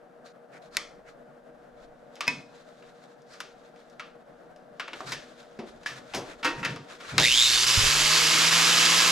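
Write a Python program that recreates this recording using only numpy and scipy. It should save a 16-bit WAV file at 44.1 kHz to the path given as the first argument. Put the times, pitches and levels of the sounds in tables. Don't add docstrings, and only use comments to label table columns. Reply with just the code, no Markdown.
import sys
import numpy as np
from scipy import signal
from scipy.fft import rfft, irfft, next_fast_len
from scipy.io import wavfile
from scipy.ndimage import uniform_filter1d

SR = 44100
rng = np.random.default_rng(int(sys.argv[2]) if len(sys.argv) > 2 else 0)


def store_pcm(level_fs):
    pcm = np.round(np.clip(level_fs, -1, 1) * 32767).astype(np.int16)
    wavfile.write(sys.argv[1], SR, np.atleast_2d(pcm).T)


N = 401751
TIME = np.arange(N) / SR
SWITCH_ON_S = 7.19
FULL_TURNS_HZ, GEAR_TEETH = 171, 37

# (frequency [Hz], likeness [0-1])
ROOM_LIKENESS = [(100, 0.81), (1000, 0.28), (10000, 0.65)]
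# (frequency [Hz], level difference [dB])
ROOM_LEAN = [(100, -8.5), (600, 6), (2000, 0.5), (10000, 0.5)]


def from_db(db):
    return 10 ** (np.asarray(db) / 20)


def rms_one(x):
    return x / np.sqrt(np.mean(x ** 2) + 1e-20)


def at_hz(points, hz):
    point_hz, values = np.transpose(points)
    return np.interp(np.log(hz), np.log(point_hz), values)


def band(x, low_hz, high_hz):
    return signal.sosfilt(signal.butter(2, [low_hz, high_hz], "band", fs=SR, output="sos"), x)


def drift(rate, size=N):
    knots = rng.standard_normal(int(size / SR * 2 * rate) + 2)
    return rms_one(np.interp(np.linspace(0, len(knots) - 1, size), np.arange(len(knots)), knots))


def resonance(x, hz, width_hz):
    r = np.exp(-np.pi * width_hz / SR)
    poles = [1, -2 * r * np.cos(2 * np.pi * hz / SR), r * r]
    return signal.lfilter([(1 - r * r) / 2, 0, (r * r - 1) / 2], poles, x)


def coloured(spectrum, likeness, lean, patchy_db, size=N):
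    padded = next_fast_len(size)
    hz = np.maximum(np.arange(padded // 2 + 1) * SR / padded, 1)
    flicker = from_db(patchy_db * drift(18, padded))
    mid, side = rfft(rng.standard_normal((2, padded)) * flicker)
    alike = np.clip(at_hz(likeness, hz), 0, 1)
    pair = np.sqrt(1 + alike) * mid + np.sqrt(1 - alike) * side * [[1], [-1]]
    shape = from_db(at_hz(spectrum, hz) + at_hz(lean, hz) * [[.5], [-.5]])
    return rms_one(irfft(pair * shape, padded)[:, :size])


def swells(rows, source, skew=0.59):
    out = np.zeros((2, N + SR))
    for s, length, level_db, hz in rows:
        share = np.linspace(0, 1, round(length * SR))
        shape = np.sin(np.pi * share ** skew)
        sound = from_db(level_db) * shape * rms_one(source(len(share), hz))
        out[:, round(s * SR):][:, :len(share)] += sound
    return out[:, :N]


def grinder():
    # (turn rate short [Hz], time constant [s])
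    run_up = [(38, .1), (106, .5)]
    # (time [s], half width [s], level [dB])
    dips = [(7.659, 0.0074, -7.5), (8.506, 0.0089, -4.5)]
    start = round(SWITCH_ON_S * SR)
    t, size = TIME[start:], N - start
    running = t - SWITCH_ON_S
    turns = FULL_TURNS_HZ - sum(short * np.exp(-running / lag) for short, lag in run_up)
    speed = turns / FULL_TURNS_HZ
    angle = 2 * np.pi * np.cumsum(turns) / SR

    throb_fade_s, throb_left = 0.17, 0.21
    throb = np.clip(throb_left + (1 - throb_left) * np.exp(-running / throb_fade_s), 0, 1)
    pulse_hz, pulse_peak_s = 119.7, 7.2335
    pulse_time = t - pulse_peak_s + .0004 * drift(40, size)
    pulse = 2 * np.cos(np.pi * pulse_hz * pulse_time) ** 4 * from_db(1.3 * drift(60, size))
    shake = (1 - throb + throb * pulse) * (1 + 0.051 * np.cos(angle))

    fan, rattle = fan_and_rattle(t, speed, angle)
    tones = shake * (gear_whine(running, turns, angle) + housing_ring(t, turns)) + disc_unbalance(speed, angle)
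    sound = shake * fan + (0.44 + 0.56 * shake) * rattle + tones * from_db([[-.9], [.9]])
    dip_db = sum(level_db * np.exp(-((t - s) / half) ** 2) for s, half, level_db in dips)
    onset = np.minimum(running / 0.0087, 1)
    return np.pad(sound * from_db(dip_db) * onset, ((0, 0), (start, 0)))


def fan_and_rattle(t, speed, angle):
    # (frequency [Hz], relative level per Hz [dB])
    spectrum = [(120, -14.5), (200, -9.5), (331, -5.5), (411, -8), (501, -8.5), (589, -11), (1010, -1),
                (4930, 7.5), (7600, 5), (8400, -2.5), (11500, -5), (13300, -16), (14800, -10)]
    # (frequency [Hz], likeness [0-1])
    likeness = [(200, 0.96), (600, 0.84), (2000, 0.73), (5000, 0.85), (8000, 0.67), (13000, 0.37)]
    # (frequency [Hz], level difference [dB])
    lean = [(200, 0.5), (1500, -1.5), (4000, -2.5), (12000, 1)]
    # (frequency [Hz], width [Hz], level [dB])
    case = [(1040, 22, 0), (1150, 23, -1.5), (1280, 40, -2), (1647, 22, 0.5), (2170, 27, -2),
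            (2640, 37, -2), (2980, 45, -4), (4970, 60, -1.5)]
    # (frequency [Hz], width [Hz], level [dB])
    guard = [(2830, 1640, -2.5)]
    # (time [s], half width [s], frequency [Hz], width [Hz], level [dB])
    bright_swells = [(7.42, 0.061, 7240, 410, -3), (7.61, 0.026, 6060, 300, 1), (7.72, 0.074, 5260, 150, 0),
                     (8.12, 0.083, 4450, 300, 0)]
    size = len(t)
    noise = coloured(spectrum, likeness, lean, patchy_db=0.5, size=size)
    for zones, wander_db, rate in [(case, 1.5, 9), (guard, 0.8, 4.5)]:
        noise = noise + sum(from_db(level_db + wander_db * drift(rate, size)) * resonance(noise, hz, width)
                            for hz, width, level_db in zones)
    noise = noise + sum(from_db(level_db) * np.exp(-((t - s) / half) ** 2) * resonance(noise, hz, width)
                        for s, half, hz, width, level_db in bright_swells)
    low = signal.sosfilt(signal.butter(3, 1800, fs=SR, output="sos"), noise)
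    high = signal.sosfilt(signal.butter(3, 1800, "high", fs=SR, output="sos"), noise)
    fan_db, fan_power, rattle_db, rattle_power = -24.5, 2.53, -20.5, 0.36
    fan = from_db(fan_db) * rms_one(low) * speed ** fan_power
    rattle = from_db(rattle_db) * rms_one(high) * speed ** rattle_power
    pinion_teeth, armature_throb = 11, .2
    return fan, rattle * (1 + armature_throb * np.cos(angle * GEAR_TEETH / pinion_teeth))


def gear_whine(running, turns, angle):
    # (frequency [Hz], width [Hz], level [dB])
    lifts = [(1200, 400, -20), (2200, 500, 7), (3500, 400, 6), (4500, 300, 2), (5030, 130, 1),
             (5600, 350, -10)]
    size = len(running)
    lift_db = sum(level_db / (1 + ((GEAR_TEETH * turns - hz) / width) ** 2) for hz, width, level_db in lifts)
    loaded_db, fade_db_per_s, left_db = -23, 12, -38
    level_db = np.maximum(loaded_db - fade_db_per_s * running, left_db) + lift_db
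    mesh = GEAR_TEETH * angle + 1.2 * drift(240, size) + .6 * np.sin(angle)
    whine = (np.sin(mesh) + .25 * np.sin(2 * mesh)) * (.95 + .3 * drift(250, size))
    return from_db(level_db) * whine


def housing_ring(t, turns):
    housing_hz, housing_width_hz = 3640, 200
    jolt_s, jolt_length_s, jolt_db = 7.245, 0.043, -25
    passing_hz, passing_width_hz, passing_db = 3770, 550, -24.5
    steady_db = -46
    jolt = from_db(jolt_db) * np.exp(-((t - jolt_s) / jolt_length_s) ** 2)
    passing = from_db(passing_db) / (1 + ((GEAR_TEETH * turns - passing_hz) / passing_width_hz) ** 2)
    once = resonance(rng.standard_normal(len(t)), housing_hz, housing_width_hz)
    housing = rms_one(resonance(once, housing_hz, housing_width_hz))
    return (jolt + passing + from_db(steady_db)) * housing


def disc_unbalance(speed, angle):
    # (multiple of the turn rate, relative level [dB])
    orders = [(1, 7), (2, -3), (3, 2.5), (4, 0.5), (6, -2), (7, -17)]
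    size = len(angle)
    tone = sum(from_db(level_db + 1.6 * drift(10, size)) * np.sin(k * (angle + 0.38 * drift(20, size)))
               for k, level_db in orders)
    return np.sqrt(2) * from_db(-47.5) * speed ** 3 * tone


def knocks():
    # (time [s], level [dB], low body over level [dB],
    # treble over level [dB], rattle t60 [s], voice [Hz], share sent to the room [dB])
    struck = [(0.7681, -9.5, -24, -0.5, 0.02, 1990, -8.5), (0.769, -15, -2.5, -29, 0.017, 1360, -1.5),
              (2.2064, -14.5, -11, -8, 0.042, 1210, -0.5), (2.2782, -12, -6, -3.5, 0.018, 2170, -1.5),
              (3.4027, -23.5, -11, -3, 0.055, 1410, -4), (3.9952, -23.5, -20, -17, 0.067, 1340, -0.5),
              (4.796, -18, -11.5, -16, 0.073, 1430, -1.5), (4.8781, -22, -1.5, -39, 0.046, 1400, -3),
              (4.9307, -22, -3, -38, 0.077, 1400, -11), (5.0045, -32, 11, -9, 0.066, 1500, -8.5),
              (5.1193, -20.5, -5, -2, 0.092, 1750, -1), (5.5889, -35.5, 13.5, -9.5, 0.078, 1890, 2),
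              (5.859, -28.5, -17, -4, 0.34, 1680, 2), (6.136, -22.5, 5.5, -10, 0.12, 960, -1),
              (6.1465, -24.5, 5, 2, 0.21, 940, -9.5), (6.428, -22, -9, -20, 0.35, 1350, -1.5),
              (6.4454, -13.5, -6.5, -8.5, 0.18, 1510, -1.5), (6.6294, -20.5, -21, -22, 0.031, 1800, 7),
              (6.6481, -13.5, -9, -9, 0.079, 1820, -2), (6.76, -26.5, 5.5, -8, 0.031, 1210, 0),
              (6.8983, -37, 0, -26, 0.13, 1210, 0), (7.0028, -35, 0, -8, 0.09, 1390, 4),
              (7.18, 3.5, -3.5, -8, 0.019, 3850, 0.5), (7.1812, -6.5, 0, -31, 0.068, 2840, -1)]
    # (time [s], level [dB], treble over level [dB])
    loose = [(2.1552, -40, 1), (2.165, -36, -13), (2.823, -37.5, -34), (3.219, -60, 8), (3.336, -35, -6),
             (3.4513, -39, -20), (3.76, -46, -8), (3.8983, -56.5, 6.5), (4.561, -49.5, 0), (5.428, -43, -5),
             (5.832, -38.5, -6), (6.6, -42, 1)]
    body_db, t60_s, voice_hz = 1, 0.027, 1430
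    ticks = [(s, level_db, body_db, treble_db, t60_s, voice_hz, 0) for s, level_db, treble_db in loose]
    return blows(struck + ticks, pan_db=1.3)


def blows(rows, pan_db):
    contact_s = .001
    crack_db, crack_follows_treble = 10, .15
    out, t = np.zeros((2, N + SR)), np.arange(SR // 3) / SR
    click = 1.0 * (t == 0)
    for s, level_db, body_db, treble_db, t60, voice_hz, room_db in rows:
        rattle = from_db(-60 * t / max(t60, .005)) * (1 - np.exp(-t / 0.00021))
        body = from_db(-25 * t / max(t60, .005)) * (1 - np.exp(-t / 0.0087))
        shapes = np.array([body, rattle, 0.27 * rattle])
        cracks = from_db(crack_db + crack_follows_treble * treble_db) * click * [[0], [1], [.8]]
        direct = rng.standard_normal((3, len(t))) * shapes + cracks
        energy = np.sum(shapes ** 2 + cracks ** 2, axis=1, keepdims=True)
        room_click = from_db(room_db) * click * np.sqrt(energy)
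        low, mid, high = np.stack([direct, room_click], axis=1)
        voiced = 0.64 * band(band(mid, 920, 3080), 300, 12500)
        voiced = voiced + 0.91 * resonance(mid, voice_hz, width_hz=270)
        voiced = voiced + 0.45 * resonance(mid, voice_hz, width_hz=110)
        bright = band(high, 3240, 6700) + 1.84 * resonance(high, 5170, width_hz=1870)
        sound = from_db(body_db) * band(low, 296, 900) + voiced - from_db(treble_db) * bright
        out[:, round((s + contact_s) * SR):][:, :len(t)] += from_db(level_db) * sound
    return out[:, None, :N] * from_db([[pan_db / 2], [-pan_db / 2]])


def ringing_bodies():
    # (time [s], level [dB])
    casting = [(239.7, -6.5, 0.42), (276, -9, 0.22), (700, -13.5, 0.24), (968, -19, .2), (977, -9, 0.3),
               (1165, -20, .2), (1590, -15, .15), (1793, -6, 0.19), (2010, -16.5, 0.15), (1980, -13.5, .15),
               (2160, 7, 0.04), (2498, 2.5, 0.028), (2542, 4, 0.076), (5120, 10, 0.015)]
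    clanks = [(2.27, -41), (2.273, -46), (2.278, -31.5), (2.28, -26.5)]
    tray = [(284, -4.5, 0.45), (510, -9, 0.62), (934, 0, 0.58), (1110, -7, 0.34), (1370, 3.5, 0.22),
            (1420, -11, 0.2), (1540, -5, .25), (1870, 3, 0.21), (2090, 0, 0.35), (2620, 0, 0.18)]
    tray_hits = [(6.43, -44), (6.447, -36), (6.455, -36), (6.63, -41), (6.65, -58)]
    handle = [(1160, 1, 0.015), (755, -14, 0.22)]
    handle_hit = [(5.0057, -25.5)]
    bar = [(1707, 0, .035)]
    bar_hit = [(5.8615, -19)]
    bench = [(234, 0.5, 0.16), (395, -2, 0.074)]
    bench_hit = [(5.5896, -31)]
    steel = ring(clanks, casting, 1.5) + ring(tray_hits, tray, 3)
    return steel + ring(handle_hit, handle, 1) + ring(bar_hit, bar, 1) + ring(bench_hit, bench, 1)


def ring(hits, modes, spread_db):
    seconds, hit_db = np.transpose(hits)
    at = np.round(seconds * SR).astype(int)
    luck = rng.normal(0, spread_db, (len(hits), len(modes)))
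    out = np.zeros(N)
    for (hz, level_db, t60), chance_db in zip(modes, luck.T):
        clicks = np.full(N, 1e-18)
        clicks[at] = from_db(hit_db + level_db + chance_db)
        r, w = from_db(-60 / (t60 * SR)), 2 * np.pi * hz / SR
        out += signal.lfilter([0, np.sin(w)], [1, -2 * r * np.cos(w), r * r], clicks)
    return out


def fixture_snap():
    snap_s, snap_db = .7692, -7.5
    impulse = from_db(snap_db) * (np.arange(N) == round(snap_s * SR))
    return band(impulse + 1e-18, 8000, 14500)


def shop(x):
    # (frequency [Hz], t60 [s], relative level [dB])
    bands = [(235, 0.86, -11), (720, 0.49, -16.5), (1800, 0.32, -11.5), (5430, 0.35, -14.5),
             (10440, 0.069, -34)]
    answer_db = -19.5
    t, answer = np.arange(SR // 2) / SR, 0
    for hz, t60, level_db in bands:
        shared, own = rng.standard_normal(len(t)), rng.standard_normal((2, len(t)))
        noise = band(shared + .5 * own, hz / 1.76, min(hz * 1.89, .45 * SR))
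        tail = noise * from_db(-60 * t / t60) * np.minimum(t / 0.0057, 1)
        answer = answer + tail * from_db(level_db + answer_db)
    return signal.fftconvolve(x, answer, axes=1)[:, :N]


def handling():
    # (time [s], length [s], level [dB], brightest zone [Hz])
    rubs = [(0.24, 0.09, -54.5, 4070), (0.51, 0.09, -52.5, 2200), (0.615, 0.081, -55.5, 3800),
            (0.706, 0.14, -49, 4280), (1.05, 0.062, -53, 2100), (1.07, 0.083, -61.5, 4000),
            (1.766, 0.11, -60.5, 3600), (2.448, 0.32, -60, 3780), (2.68, 0.58, -62, 3820),
            (3.262, 0.17, -54.5, 4530), (5.05, 0.11, -39.5, 4100), (5.656, 0.082, -52.5, 3640),
            (7.038, 0.16, -42, 3840)]
    # (time [s], length [s], level [dB])
    drag_rows = [(6.088, 0.28, -52), (6.256, 0.11, -48.5), (6.55, 0.14, -45), (6.676, 0.12, -51),
                 (6.837, 0.22, -61), (6.998, 0.69, -45)]
    # (time [s], level [dB])
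    rustle_levels = [(0, -102), (2.0, -71.5), (2.6, -64), (3.2, -73), (3.5, -64.5), (4.7, -74.5),
                     (5.0, -48.5), (5.6, -61), (6.4, -53), (7.3, -52.5)]
    # (time [s], length [s], level [dB], frequency [Hz])
    booms = [(2.29, 0.17, -49.5, 149), (2.3, 0.065, -42, 243), (5.04, 0.19, -47.5, 139),
             (5.88, 0.21, -53, 134), (6.14, 0.12, -43, 139), (6.44, 0.16, -40, 323),
             (6.555, 0.28, -42, 134), (6.678, 0.18, -41.5, 141), (7.115, 0.22, -34.5, 128)]
    rustle_hz, drag_hz = 3600, 2500
    drags = [(*row, drag_hz) for row in drag_rows]
    seconds, levels_db = np.transpose(rustle_levels)
    rustle_db = np.interp(TIME, seconds, levels_db) + 2.2 * drift(6)
    rustle = from_db(rustle_db) * rms_one(rub(N, rustle_hz))
    return swells(rubs, rub, skew=0.88) + swells(drags, rub) + rustle + swells(booms, boom)


def rub(size, hz):
    # (frequency [Hz], relative level per Hz [dB])
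    colour = [(700, 1), (1400, 14.5), (3000, -2), (7000, -2), (12000, -18), (14500, -27.5)]
    grit = 1 + 21.0 * (rng.random(size) < 400 / SR) * rng.random(size)
    hiss = coloured(colour, ROOM_LIKENESS, ROOM_LEAN, patchy_db=3.0, size=size)
    hiss = hiss * from_db(0.36 * drift(110, size)) * uniform_filter1d(grit, size=30)
    return hiss + 2.2 * resonance(hiss, hz, width_hz=1000)


def boom(size, hz):
    return resonance(resonance(rng.standard_normal(size), hz, width_hz=28), hz, width_hz=830)


def background():
    # (frequency [Hz], relative level per Hz [dB])
    floor = [(76, -81), (130, -6.5), (302, -7.5), (438, -10), (483, -2.5), (512, -7), (599, 0), (977, -16),
             (1420, -13.5), (1940, -22), (2270, -28.5), (14000, -50)]
    # (frequency [Hz], width [Hz], level [dB])
    hum_bands = [(242.5, 3, -66.5), (598, 58, -65.5), (738.7, 7.3, -66), (1576, 73, -74)]
    # (frequency [Hz], level [dB])
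    beating = [(472.53, -62.7), (479.97, -62.1)]
    # (time [s], length [s], level [dB], frequency [Hz])
    puffs = [(0.643, 0.49, -66, 33), (1.706, 0.47, -66, 28), (5.05, .25, -67, 45), (5.538, 0.56, -66, 40),
             (6.1, .38, -59, 51), (6.451, 0.34, -56, 60), (7.121, 0.39, -48, 50), (7.511, 0.36, -48, 39),
             (7.768, 0.0377, -22.5, 59), (7.803, 0.11, -30.5, 50), (7.904, 0.29, -44, 39.8)]
    floor_db, still_air_db, still_air_hz = -53, -76.5, 31
    in_step_s = .021
    room = from_db(floor_db) * coloured(floor, ROOM_LIKENESS, ROOM_LEAN, patchy_db=1.6)
    room = signal.sosfilt(signal.butter(6, 118, "high", fs=SR, output="sos"), room)
    hum = sum(from_db(level_db) * rms_one(resonance(rng.standard_normal(N), hz, width))
              for hz, width, level_db in hum_bands)
    hum = hum + sum(np.sqrt(2) * from_db(level_db) * np.sin(2 * np.pi * hz * (TIME - in_step_s))
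                    for hz, level_db in beating)
    air = from_db(still_air_db + 3.0 * drift(2.1)) * rms_one(puff(N, still_air_hz))
    return room + hum * from_db([[1.2], [-1.2]]) + air + swells(puffs, puff)


def puff(size, hz):
    shared, own = rng.standard_normal(size), rng.standard_normal((2, size))
    lumps = band(shared + 0.24 * own, hz / 5.3, hz * 1.7)
    return band(lumps, hz / 3.4, hz * 2.0) * from_db([[-2.2], [2.2]])


def scene():
    struck = knocks() + ringing_bodies() * from_db([0, -9])[:, None, None]
    near, sent = signal.sosfilt(signal.butter(4, 120, "high", fs=SR, output="sos"), struck)
    return near + fixture_snap() + shop(sent) + handling() + grinder() + background()


def record(dry):
    port_lag_s, lag_fades_hz, cutoff_hz = 4e-5, 5500, 15400
    padded = 2 ** 19
    hz = np.fft.rfftfreq(padded, 1 / SR)
    lag = port_lag_s * np.exp(-(hz / lag_fades_hz) ** 2)
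    left = irfft(rfft(dry[0], padded) * np.exp(-2j * np.pi * hz * lag))[:N]
    return signal.sosfilt(signal.cheby2(10, 60, cutoff_hz, fs=SR, output="sos"), np.array([left, dry[1]]))


dry = scene()
out = record(dry)
store_pcm(out)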